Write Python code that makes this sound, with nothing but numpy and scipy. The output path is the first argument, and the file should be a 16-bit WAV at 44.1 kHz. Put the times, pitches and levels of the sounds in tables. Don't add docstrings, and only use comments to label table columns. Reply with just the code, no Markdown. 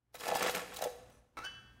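import sys
import numpy as np
from scipy import signal
from scipy.io import wavfile

SR = 44100
rng = np.random.default_rng(int(sys.argv[2]) if len(sys.argv) > 2 else 0)


def master_out(mix):
    frames = np.transpose(np.atleast_2d(mix))
    ceiling = np.clip(frames, -1, 1)
    pcm = np.round(ceiling * 32767).astype(np.int16)
    wavfile.write(sys.argv[1], SR, pcm)


N = 79380

# time in seconds, level in dB.
RASP_LEVEL = [(.125, -95), (.142, -58), (.162, -62), (.174, -68), (.2, -50), (.26, -48.5), (.283, -42.5),
              (.306, -54), (.37, -41.5), (.41, -52), (.48, -50), (.525, -46.5), (.56, -45), (.65, -63),
              (.73, -60.5), (.84, -51.5), (.92, -65), (1.03, -81), (1.15, -88), (1.24, -100)]
# time in seconds, level in dB.
GRIND_LEVEL = [(.125, -97), (.15, -48.5), (.178, -61.5), (.21, -49.5), (.255, -43.5), (.285, -36),
               (.31, -42), (.365, -42.5), (.388, -41.5), (.405, -37), (.475, -32.5), (.525, -47.5),
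               (.555, -37), (.61, -43), (.655, -52), (.79, -50.5), (.85, -48), (.92, -64), (1.15, -72),
               (1.28, -94)]
# start in seconds, hold in seconds, level in dB.
CRUNCHES = [(0.145, 0.0037, -49), (0.153, 0.0077, -45), (0.207, 0.0025, -41.5), (0.2353, 0.0035, -34),
            (0.275, 0.016, -40), (0.35, 0.012, -32.5), (0.365, 0.0085, -43), (0.398, 0.0033, -44),
            (0.425, 0.0047, -35.5), (0.437, 0.0074, -40), (0.469, 0.0049, -31.5), (0.477, 0.0025, -36),
            (.496, 0.0065, -34.5), (0.507, 0.0078, -39), (0.547, 0.015, -39), (0.736, 0.0028, -48),
            (0.741, 0.0057, -39), (0.7636, 0.0028, -41.5), (0.7688, .004, -38), (.786, 0.0063, -40.5),
            (0.8164, 0.0062, -33.5), (.831, .004, -39), (0.8396, 0.0052, -37.5), (1.098, 0.0079, -61)]
# frequency in Hz, relative level in dB.
RASP_COLOUR = [(100, -27), (500, -3), (1500, -11.5), (3500, -1), (5000, 4.5), (7000, -3.5), (10000, 1),
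               (13500, -0.5), (16000, -16.5)]
GRIND_COLOUR = [(40, -33), (110, -16.5), (180, -6.5), (370, -4.5), (500, 0), (820, -3), (980, -4.5),
                (1800, -5), (2600, -5), (4000, -16), (8000, -19), (16000, -45)]
CRUNCH_COLOUR = [(100, -6.5), (500, 0), (1500, -0.5), (3500, -2), (5000, -1.5), (7000, -3.5), (10000, -6.5),
                 (13500, -8), (16000, -2.5)]
# start in seconds, level in dB.
SLIPS = [(.1455, -40.5), (.267, -29), (.279, -37), (.2885, -23.5), (.295, -29.5), (.312, -30),
         (.3212, -20.5), (.327, -24.5), (.335, -28), (.3495, -31), (.356, -22), (.366, -28), (.406, -32),
         (.468, -30.5), (.493, -26.5), (.79, -37), (.8105, -31), (.8238, -24.5), (.833, -32), (.8375, -33),
         (.8445, -35.5), (.8505, -29), (.854, -32.5), (.8585, -25), (.8685, -28.5), (.874, -34.5)]
# frequency in Hz, lift in dB, t60 in seconds.
PAN_MODES = [(184, -4, 0.33), (496.7, 5, 0.12), (586, -16, 0.3), (690, -14, 0.38), (762, 0.5, 0.28),
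             (825.7, 2, 0.19), (1110, 7, 0.19), (1325, 6, 0.075), (1727, 6.5, 0.11), (2000, -2, 0.17),
             (3385, -1.5, 0.038), (3900, 4, 0.038), (6840, 4, 0.036), (8220, 4.5, 0.044),
             (13400, -23, 0.03)]
# time in seconds, level in dB.
SING_LEVEL = [(1.07, -110), (1.125, -72), (1.2, -80), (1.23, -115)]
# frequency in Hz, relative level in dB.
SING_TONES = [(6000, 0), (8200, -4), (10300, -3), (11000, -4), (14200, -10)]
# start in seconds, level in dB.
KNOCKS = [(1.3697, -41.5), (1.389, -49.5), (1.439, -60)]
# time in seconds, pitch in Hz, level in dB.
SQUEAK_PATH = [(1.369, 1294, -80), (1.376, 1303, -41), (1.395, 1297, -48.5), (1.413, 1284, -57),
               (1.425, 1325, -47), (1.434, 1392, -51.5), (1.441, 1522, -45.5), (1.45, 1524, -44),
               (1.462, 1487, -48), (1.473, 1613, -44), (1.484, 1640, -64), (1.5, 1620, -95)]
# frequency in Hz, relative level in dB.
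KNOCK_COLOUR = [(60, 0), (200, -11.5), (300, -0.5), (500, 1.5), (750, -1), (1100, 2.5), (1600, -5),
                (2250, 2.5), (3000, -18), (4000, -14), (6200, -19.5), (10000, -25), (16000, -26)]
GRIT_COLOUR = [(300, -13), (1000, 5), (2000, -1.5), (3500, -8.5), (6100, 0), (7000, -10), (8400, -15.5),
               (8850, -1.5), (9300, -15.5), (16000, -21)]
# frequency in Hz, level in dB, t60 in seconds.
BOWL_MODES = [(1136, -68, 1.1), (1340, -83, .9), (1510, -66, 1.7), (1595, -58, 1.5), (1809, -63, 1.45),
              (2170, -63, 0.59), (2653, -50, 0.72), (2998, -40.5, 0.57), (3330, -59, 1.14),
              (3700, -75, 0.63), (4540, -61, 0.68), (4660, -65.5, 0.86), (5960, -68, 0.68)]
# frequency in Hz, t60 in seconds.
ROOM_T60 = [(100, 0.63), (600, 0.78), (2000, 0.79), (5000, 0.73), (10000, 0.73), (16000, .35)]
# frequency in Hz, relative level in dB.
ROOM_TONE_COLOUR = [(20, -14.5), (60, 2), (120, -5), (250, -6.5), (500, -18), (1000, -17.5), (4000, -31.5),
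                    (16000, -41.5)]
# time in seconds, level in dB.
ROOM_TONE_LEVEL = [(0, -89), (.12, -79.5), (.17, -69.5), (.55, -69), (1.1, -64), (1.33, -76), (1.39, -65),
                   (1.8, -66)]
# frequency in Hz, peak level in dB against the room noise.
HUM_LINES = [(59.5, -3.5), (119, -2.5)]


def scrape():
    rasp = colour(grains() * amp(curve(RASP_LEVEL)), RASP_COLOUR)
    grind = colour(grains() * amp(curve(GRIND_LEVEL)), GRIND_COLOUR)
    return (rasp + grind) * (since(RASP_LEVEL[0][0]) > 0)


def grains(per_second=14000, spread_db=2.5, clump_db=4, clump_s=0.0021):
    size = amp(spread_db * np.minimum(rng.exponential(1, N), 5))
    clicks = size * rng.choice([-1, 1], N) * (rng.random(N) < per_second / SR)
    return unit(clicks * amp(clump_db * wobble(clump_s)))


def crunches(fall_s=0.0021, ring_t60=0.013, ring_gain=0.82):
    out, grit, t = np.zeros(N), grains(), np.arange(1024) / SR
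    for start, hold, db in CRUNCHES:
        force = amp(db) * (since(start) > 0) * np.exp(-since(start + hold) / fall_s)
        ring = rng.standard_normal(len(t)) * decay(t, ring_t60)
        spot = (t == 0) + ring_gain * ring / np.linalg.norm(ring)
        out += convolve(grit * force, spot)
    return colour(out, CRUNCH_COLOUR)


def slips(centre_hz=651, scatter=0.1, rise_s=0.0013, fall_s=0.0016):
    out = np.zeros(N)
    for start, db in SLIPS:
        t = since(start)
        hz = centre_hz * (1 + scatter * rng.standard_normal())
        envelope = np.minimum(t / rise_s, 1) * np.exp(-since(start + 2 * rise_s) / fall_s)
        out += amp(db) * envelope * np.sin(2 * np.pi * hz * t)
    return out


def pan(shake):
    t = np.arange(SR // 2) / SR
    ring = np.zeros(len(t))
    for hz, db, t60 in PAN_MODES:
        gain = amp(db) * 2 * np.log(1000) / (t60 * SR)
        ring += gain * decay(t, t60) * np.cos(2 * np.pi * hz * t)
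    return shake + signal.fftconvolve(shake, ring)[:N]


def blade_sing(width_hz=86):
    drift_s = 1 / (np.pi * width_hz)
    tones = sum(amp(db) * wobble(drift_s) * np.sin(2 * np.pi * hz * since(0)) for hz, db in SING_TONES)
    return unit(tones) * amp(curve(SING_LEVEL))


def knocks(t60=0.14):
    force = sum(amp(db) * (since(start) > 0) * decay(since(start), t60) for start, db in KNOCKS)
    return colour(grains() * force, KNOCK_COLOUR)


def squeak(jitter=0.022, harmonics_db=(0, -26, -17), grit_db=-9):
    pitch_hz = curve(SQUEAK_PATH) * (1 + jitter * wobble(0.001))
    cycles = np.cumsum(pitch_hz) / SR
    tone = sum(amp(db) * np.sin(2 * np.pi * k * cycles) for k, db in enumerate(harmonics_db, 1))
    grit = amp(grit_db) * colour(grains(), GRIT_COLOUR)
    envelope = amp(curve(SQUEAK_PATH, column=2)) * (since(KNOCKS[0][0]) > 0)
    return (unit(tone) + grit) * envelope


def bowl(swell_at_s=1.439, rise_s=0.025, knock_db=-6.5, knock_below_hz=2800, beat_hz=9.1):
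    t, since_knock, out = since(swell_at_s), since(KNOCKS[0][0]), np.zeros(N)
    swell = np.minimum(t / rise_s, 1)
    beat = 1 + 0.25 * np.cos(2 * np.pi * beat_hz * (t - rise_s))
    for hz, db, t60 in BOWL_MODES:
        knocked = amp(knock_db) * (hz < knock_below_hz) * decay(since_knock, t60) * (1 - swell)
        rubbed = swell * beat * decay(t, t60)
        out += amp(db) * (knocked + rubbed) * np.sin(2 * np.pi * hz * since_knock)
    return out


def room(direct, size=256):
    noise = rng.standard_normal(SR) * (np.arange(SR) > size)
    hz, t, bands = signal.stft(noise, SR, nperseg=size)
    bands *= decay(t, at_hz(ROOM_T60, hz)[:, None])
    _, tail = signal.istft(bands, SR, nperseg=size)
    return convolve(direct, tail)


def room_tone():
    hum = sum(amp(db) * np.sin(2 * np.pi * (hz * since(0) + rng.random())) for hz, db in HUM_LINES)
    noise = colour(rng.standard_normal(N), ROOM_TONE_COLOUR)
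    return (noise + hum) * amp(curve(ROOM_TONE_LEVEL))


def amp(db):
    return 10 ** (np.asarray(db) / 20)


def unit(x):
    return x / np.sqrt(np.mean(x ** 2) + 1e-20)


def curve(rows, column=1):
    rows = np.array(rows)
    return np.interp(since(0), rows[:, 0], rows[:, column])


def at_hz(rows, hz):
    row_hz, values = np.transpose(rows)
    return np.interp(np.log(hz + 1), np.log(row_hz + 1), values)


def since(start):
    return np.maximum(np.arange(N) / SR - start, 0)


def decay(t, t60):
    return np.exp(-np.log(1000) * t / t60)


def wobble(smooth_s):
    pole = np.exp(-1 / (smooth_s * SR))
    return unit(signal.lfilter([1], [1, -pole], rng.standard_normal(N)))


def convolve(x, response):
    return signal.fftconvolve(x, response / np.linalg.norm(response))[:N]


def colour(x, spectrum, size=4096):
    hz = abs(np.fft.fftfreq(size, 1 / SR))
    log_gain = np.log(amp(at_hz(spectrum, hz)))
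    response = np.exp(np.conj(signal.hilbert(log_gain)))
    return convolve(x, np.fft.ifft(response).real[:size // 2])


def scene():
    pan_gain = amp(-2.5)
    sand = pan_gain * pan(scrape() + crunches() + slips()) + blade_sing()
    metal = pan_gain * pan(knocks()) + squeak()
    reverb = room(amp(-12) * sand + amp(-8.5) * metal)
    return (sand + metal + bowl() + reverb + room_tone())[None]


def record(dry, cutoff_hz=15850):
    lowpass = signal.firwin(511, cutoff_hz, window=("kaiser", 9), fs=SR)
    return signal.oaconvolve(dry, lowpass[None], "same")


dry = scene()
out = record(dry)
master_out(out)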